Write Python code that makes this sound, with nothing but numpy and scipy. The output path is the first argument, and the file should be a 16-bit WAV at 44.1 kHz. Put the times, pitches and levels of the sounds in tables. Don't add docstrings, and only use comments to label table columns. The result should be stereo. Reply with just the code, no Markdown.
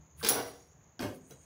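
import sys
import numpy as np
from scipy import signal
from scipy.fft import rfft, irfft
from scipy.io import wavfile

SR = 44100
rng = np.random.default_rng(int(sys.argv[2]) if len(sys.argv) > 2 else 0)


def materialize(psi):
    bounded = np.clip(np.atleast_2d(psi).T, -1, 1)
    quanta = np.round(bounded * 32767).astype(np.int16)
    wavfile.write(sys.argv[1], SR, quanta)


N = 63945
TIME = np.arange(N) / SR
RING_S = np.arange(32768) / SR


def amp(db):
    return 10 ** (np.asarray(db) / 20)


def unit(x):
    return x / np.sqrt(np.mean(x ** 2) + 1e-20)


def read(points, hz):
    f, value = np.transpose(points)
    return np.interp(np.log(hz + 1), np.log(f + 1), value)


def add(mix, s, sound):
    part = mix[:, round(s * SR):][:, :sound.shape[1]]
    part += sound[:, :part.shape[1]]


def noise(colour, likeness, size, tilt_db=0):
    hz = np.fft.rfftfreq(size, 1 / SR)
    mid, side = np.exp(2j * np.pi * rng.random((2, len(hz))))
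    same = np.clip(read(likeness, hz), -1, 1)
    mid = mid * np.sqrt(1 + same)
    side = side * np.sqrt(1 - same)
    level = amp(read(colour, hz) + tilt_db * np.log2(hz + 1))
    return unit(irfft(np.array([mid + side, mid - side]) * level, size))


def drift(rate_hz):
    hz = np.fft.rfftfreq(N, 1 / SR)
    return unit(irfft(rfft(rng.standard_normal(N)) * np.exp(-(hz / rate_hz) ** 2), N))


def humps(table):
    out = 0
    for s, rise, fall, db in table:
        width = np.where(TIME < s, rise, fall)
        out = out + amp(db) * np.exp(-.5 * ((TIME - s) / width) ** 2)
    return out


CLUSTER_HZ = 55.1
SCATTER_AT_700_HZ_DB = 5


def mode_clusters():
    hz = np.fft.rfftfreq(len(RING_S), 1 / SR)
    chance = rng.standard_normal(len(hz))
    uneven = np.tanh(np.interp(hz / CLUSTER_HZ, np.arange(len(hz)), chance))
    return amp(SCATTER_AT_700_HZ_DB * uneven * 2 * hz / (hz + 700))


# (frequency [Hz], likeness [-1 to 1])
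CART_LIKENESS = [(100, 0.97), (450, 0.81), (1400, 0.46), (4000, 0.058), (6500, 0.2), (8500, 1),
                 (10500, 0.95), (15000, .7)]


def dense_ring(colour, t60s, clusters, bass_rise_s, tilt_db=0):
    size = len(RING_S)
    struck = rfft(noise(colour, CART_LIKENESS, size, tilt_db))
    spectrum = rfft(unit(irfft(struck * clusters)))
    hz = np.fft.rfftfreq(size, 1 / SR)
    centres = np.geomspace(100, 15000, 8)
    out = 0
    for centre, share in zip(centres, np.eye(len(centres))):
        band = irfft(spectrum * read(np.c_[centres, share], hz))
        rise = 1 - np.exp(-RING_S / (bass_rise_s * np.sqrt(centres[0] / centre)))
        fade = amp(-60 * RING_S / read(t60s, centre))
        out = out + band * rise * fade
    return out


WAVER_DB = 1.5


def modes(table):
    out = 0
    for hz, db, t60 in table:
        turn, side = rng.random(2)
        likeness = np.clip(read(CART_LIKENESS, hz), -1, 1)
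        spread = np.arccos(likeness) / 2 * np.sign(side - .5) * np.array([[1], [-1]])
        level = amp(db - 60 * RING_S / t60 + WAVER_DB * drift(26)[:len(RING_S)])
        tone = np.sin(2 * np.pi * (hz * RING_S + turn) + spread)
        out = out + level * tone * np.minimum(RING_S * hz / 2, 1)
    return out


# (frequency [Hz], relative level [dB per Hz])
AIR_COLOUR = [(20, -18.5), (50, -9), (80, 1), (150, 0), (230, -9), (1000, -10.5), (2000, -17), (4000, -31),
              (8000, -47), (15500, -35)]
# (frequency [Hz], likeness [-1 to 1])
AIR_LIKENESS = [(100, 0.98), (300, 0.82), (700, 0.0054), (1400, -0.48), (4000, 0.12), (7000, 0.76),
                (11000, 0.68)]


def open_air():
    return amp(-63.0) * noise(AIR_COLOUR, AIR_LIKENESS, N) * amp(0.51 * drift(8))


# (frequency [Hz], level before wavering [dB])
HUM_TONES = [(73, -70.5), (118, -77.5), (155, -71)]
HUM_WAVER_DB = 3


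def hum():
    out = 0
    for hz, db in HUM_TONES:
        level = amp(db + HUM_WAVER_DB * drift(5))
        pitch_hz = hz * (1 + 0.02 * drift(3.8))
        out = out + level * np.sin(2 * np.pi * np.cumsum(pitch_hz) / SR)
    return out


# (time of the peak [s], rise [s], fall [s], level [dB])
RUMBLE_SWELLS = [(.012, 0.063, 0.017, -55), (.225, 0.059, 0.045, -52.5), (.765, 0.015, 0.0089, -59)]


def rumble():
    # (frequency [Hz], relative level [dB per Hz])
    colour = [(35, -43.0), (62, -20.5), (78, 4), (100, -28.5), (150, -1), (230, -42.0), (600, -86.5)]
    return noise(colour, AIR_LIKENESS, N) * humps(RUMBLE_SWELLS)


def insects():
    # (frequency [Hz], relative level [dB per Hz])
    chorus_colour = [(5600, -25.5), (6100, -13.0), (6400, -3.5), (6800, -2), (7200, -11.0), (7700, -49.5)]
    buzz_colour = [(6000, -43), (7600, -8.0), (8700, -2.0), (9300, -7), (10200, -41)]
    chorus_db = np.interp(TIME, [0, 1.15, 1.4], [-69, -69, -65])
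    chorus = noise(chorus_colour, AIR_LIKENESS, N) * amp(chorus_db + 2.2 * drift(76))
    pulses = 1 + 0.55 * np.sin(2 * np.pi * 140 * TIME)
    buzz_db = np.interp(TIME, [1.12, 1.25, 1.45], [-110, -71, -73])
    buzz = noise(buzz_colour, CART_LIKENESS, N) * pulses * amp(buzz_db)
    return chorus + buzz


# (time of the peak [s], rise [s], fall [s], level [dB])
SLIDES = [(.207, 0.017, 0.18, -48.5), (.48, 0.0092, 0.021, -55), (.672, 0.008, 0.0094, -76.5),
          (1.15, 0.0074, 0.016, -57), (1.315, 0.027, 0.021, -61)]
# (frequency [Hz], relative level [dB per Hz])
SCRAPE_COLOUR = [(40, -31), (1000, -8), (3000, -4), (7500, -13), (9300, 0), (10700, 1.5), (12500, -15),
                 (14500, 0)]
GRIT_DB = 1.8


def scrape():
    grit = unit(amp(GRIT_DB * drift(300)))
    return noise(SCRAPE_COLOUR, CART_LIKENESS, N) * humps(SLIDES) * grit


# (time [s], level before the build-up and fade [dB])
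FRAME_SHUDDERS = [(.301, -30), (.349, -32), (.376, -33.5), (.455, -46.5), (.53, -58.5)]
# (frequency [Hz], relative level [dB per Hz])
FRAME_COLOUR = [(35, -52), (60, -26), (122, -8), (157, -16.5), (333, -4), (445, -5), (735, -3), (840, -10),
                (1410, -14.5), (2040, -20), (6000, -27), (13200, -110)]
# (frequency [Hz], time to fall by 60 dB [s])
FRAME_FADE = [(100, 0.51), (400, 0.37), (1000, 0.38), (4000, 0.41)]
# (frequency [Hz], relative level [dB], time to fall by 60 dB [s])
FRAME_TONES = [(211.6, 4, 0.18), (277.2, 3.5, 0.48), (384, -1.5, 0.54), (476, 3.5, 0.55), (724, 5, 0.32),
               (734, -3.5, 0.54), (836, -3, 0.45), (973, 1, 0.39), (1085, -4, 0.42), (1462, 7, 0.21)]
FRAME_TONES_DB = -42


def frame():
    out, clusters = np.zeros((2, N)), mode_clusters()
    for s, db in FRAME_SHUDDERS:
        add(out, s, amp(db) * dense_ring(FRAME_COLOUR, FRAME_FADE, clusters, 0.0059))
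    swell = 1 - np.exp(-RING_S / 0.0071)
    add(out, FRAME_SHUDDERS[1][0], amp(FRAME_TONES_DB) * modes(FRAME_TONES) * swell)
    return out


# (frequency [Hz], relative level [dB], time to fall by 60 dB [s])
CLANK_TONES = [(257, 6, 0.31), (340, 5.5, 0.21), (715, 0.5, 0.074), (1353, -1, 0.07), (1564, 0.5, 0.12),
               (2463, 1, 0.045), (2450, -5.5, 0.25), (4640, 0.5, 0.07)]
# (time [s], level before the build-up and fade [dB], brightness [dB per octave])
BODY_CLUNKS = [(0.9932, -46.5, 2.5), (1.002, -38, 1), (1.021, -35.5, 1.5), (1.038, -36.5, -1),
               (1.056, -40, -1), (1.092, -47, -0.5), (1.22, -65.5, -3.5), (1.301, -56, -1.5),
               (1.318, -56.5, 1.5), (1.414, -66.5, 4)]
# (frequency [Hz], relative level [dB per Hz])
BODY_COLOUR = [(35, -39), (87, -6), (130, -9.5), (165, -7), (270, -3), (440, -7), (530, -7), (790, -10.5),
               (1100, -15), (1500, -12.5), (2000, -19.5), (5500, -27.5), (7400, -39), (15400, -41.5)]
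# (frequency [Hz], time to fall by 60 dB [s])
BODY_FADE = [(100, 0.48), (280, 0.47), (700, 0.3), (2000, 0.26), (6000, 0.32), (14000, 0.43)]
# (frequency [Hz], relative level [dB], time to fall by 60 dB [s])
BOOM_TONES = [(105, 4.5, 0.32), (200.5, -4.5, 0.56), (255, -0.5, 0.54), (268.6, -1, 0.4),
              (391.2, -3.5, 0.49), (536, -4.5, 0.35), (650, -7.5, 0.24), (732, -8, 0.46)]
# (time [s], level [dB])
LIGHT_TAPS = [(1.3091, -52.5)]
# (frequency [Hz], relative level [dB], time to fall by 60 dB [s])
TAP_TONES = [(136.7, 0, 0.41), (433, 2, 0.15), (471, -1, 0.26), (685, 0.5, 0.077), (1408, -9, 0.14),
             (3340, -8, 0.084), (3950, -8.5, 0.23), (6040, 1, 0.1)]
CLANK_DB, BOOM_S, BOOM_DB = -43.5, 1.022, -39


def landing():
    out, clusters = np.zeros((2, N)), mode_clusters()
    add(out, BODY_CLUNKS[0][0], amp(CLANK_DB) * modes(CLANK_TONES))
    for s, db, tilt_db in BODY_CLUNKS:
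        add(out, s, amp(db) * dense_ring(BODY_COLOUR, BODY_FADE, clusters, 0.0017, tilt_db))
    add(out, BOOM_S, amp(BOOM_DB) * modes(BOOM_TONES))
    for s, db in LIGHT_TAPS:
        add(out, s, amp(db) * modes(TAP_TONES))
    return out


# (time [s], level of the tick before its fade [dB], brightness [dB per octave])
EDGE_STRIKES = [(0.2291, -34, -3), (0.2477, -28.5, -3.5), (0.2618, -27.5, -5.5), (0.2699, -24.5, 5),
                (0.2872, -25.5, -5.5), (0.313, -32, 3), (0.9932, -40, -1), (1.011, -37.5, 8.5),
                (1.029, -34, -8.5), (1.3090, -47.5, 7.5)]
# (frequency [Hz], relative level [dB per Hz])
TICK_COLOUR = [(40, -65), (200, -20), (700, -8.5), (2200, -6), (3300, -2.5), (5800, 2), (7200, -18),
               (15000, -19)]
TICK_S, RATTLE_S = 0.0015, 0.0142
RATTLE_DB = -11.5


def strikes():
    out = np.zeros((2, N))
    for s, db, tilt_db in EDGE_STRIKES:
        fall = np.exp(-RING_S / TICK_S) + amp(RATTLE_DB) * np.exp(-RING_S / RATTLE_S)
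        add(out, s, amp(db) * fall * noise(TICK_COLOUR, CART_LIKENESS, len(RING_S), tilt_db))
    return out


# (time [s], level before the rasp, build-up and fade [dB], brightness [dB per octave])
JOINT_JUDDERS = [(0.2303, -38, -2.5), (0.245, -34.5, -1.3), (0.2621, -30.5, -0.76), (.597, -68.5, -5.5)]
# (frequency [Hz], relative level [dB per Hz])
JOINT_COLOUR = [(35, -53), (60, -27.5), (250, -19), (345, -9), (478, 0.5), (590, -12.5), (780, -9.5),
                (1080, -7), (1240, -20.5), (1400, -6.5), (2130, -9.5), (2280, -12.5), (5160, -6),
                (7850, -18), (9240, -13), (13100, -25), (15800, -7)]
# (frequency [Hz], time to fall by 60 dB [s])
JOINT_FADE = [(150, .35), (600, 0.43), (2000, 0.38), (5000, 0.54), (9000, 0.55), (15000, 0.38)]
# (frequency [Hz], relative level [dB], time to fall by 60 dB [s])
CREAK_TONES = [(1140, -1.5, 0.095), (1320, 4, 0.03), (1560, 0.5, 0.13)]
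# (frequency [Hz], relative level [dB], time to fall by 60 dB [s])
BRACKET_TONES = [(215.2, -5, .5), (367, -6.5, 0.66), (470, 2, .22)]
CREAK_S, CREAK_DB, BRACKET_DB = 0.2112, -46.5, -38


def joint():
    out, clusters = np.zeros((2, N)), mode_clusters()
    for s, db, tilt_db in JOINT_JUDDERS:
        rasp = amp(3.0) + amp(1.5) * np.exp(-RING_S / .012)
        ring = dense_ring(JOINT_COLOUR, JOINT_FADE, clusters, 0.014, tilt_db)
        add(out, s, amp(db) * rasp * ring)
    add(out, CREAK_S, amp(CREAK_DB) * modes(CREAK_TONES))
    add(out, JOINT_JUDDERS[0][0], amp(BRACKET_DB) * modes(BRACKET_TONES))
    return out * amp(GRIT_DB * drift(201))


# (time [s], level before the build-up
# and fade # [dB])
STEEL_SNAPS = [(0.2876, -15.5), (0.2922, -23), (0.2955, -23.5)]
# (frequency [Hz], relative level [dB per Hz])
CRACK_COLOUR = [(900, -47), (2400, -25.5), (3200, -9), (4800, -13.5), (6100, -6), (7700, -7.5), (8500, -21),
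                (10200, -16), (10850, 6), (11500, -18.5), (13500, -15.5), (15100, -7), (15800, -19)]
# (frequency [Hz], time to fall by 60 dB [s])
CRACK_FADE = [(2000, 0.03), (15000, 0.041)]
# (frequency [Hz], relative level [dB], time to fall by 60 dB [s])
STRUT_TONES = [(5241, -7, .45), (5655, -4, .74), (5783, 5, .36), (5944, -1, .33), (7660, -8, .26),
               (9350, 0, .33), (9945, -4, .29), (10839, 4, .24), (10908, 4, .25), (11023, -2, .22),
               (14870, -2, .2), (15214, 1, .24)]
# (frequency [Hz], relative level [dB per Hz])
SHIMMER_COLOUR = [(3000, -11.5), (5000, -16.5), (5500, -16), (5800, -7), (6150, -7), (6900, -11),
                  (7350, -26), (7750, -9), (8300, -19.5), (9350, -10), (10200, -7), (10850, 2.5),
                  (11600, -8.5), (12200, -13), (12800, -7), (13700, -20), (14700, 3), (15500, -1.5)]
# (frequency [Hz], time to fall by 60 dB [s])
SHIMMER_FADE = [(4000, 0.53), (7000, 0.43), (11000, .32), (15000, 0.32)]
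STRUT_DB, SHIMMER_DB = -36, -24.5


def snap():
    out, clusters = np.zeros((2, N)), mode_clusters()
    for s, db in STEEL_SNAPS:
        add(out, s, amp(db) * dense_ring(CRACK_COLOUR, CRACK_FADE, clusters, 0.0039))
    tones = amp(STRUT_DB) * modes(STRUT_TONES)
    shimmer = amp(SHIMMER_DB) * dense_ring(SHIMMER_COLOUR, SHIMMER_FADE, clusters, 0.0067)
    add(out, STEEL_SNAPS[0][0], tones + shimmer)
    return out


# (frequency [Hz], left minus right [dB])
CART_BALANCE = [(100, 0.5), (1000, 2), (4000, 0.5), (10000, -1), (15000, -1.5)]


def scene():
    background = open_air() + hum() + rumble() + insects()
    cart = scrape() + frame() + landing() + strikes() + joint() + snap()
    balance_db = read(CART_BALANCE, np.fft.rfftfreq(N, 1 / SR)) * np.array([[.5], [-.5]])
    return background + irfft(rfft(cart) * amp(balance_db), N)


EDGE_HZ = 15750


def record(dry):
    low_pass = signal.firwin(511, EDGE_HZ, window=("kaiser", 9), fs=SR)
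    return signal.oaconvolve(dry, low_pass[None], "same")


dry = scene()
out = record(dry)
materialize(out)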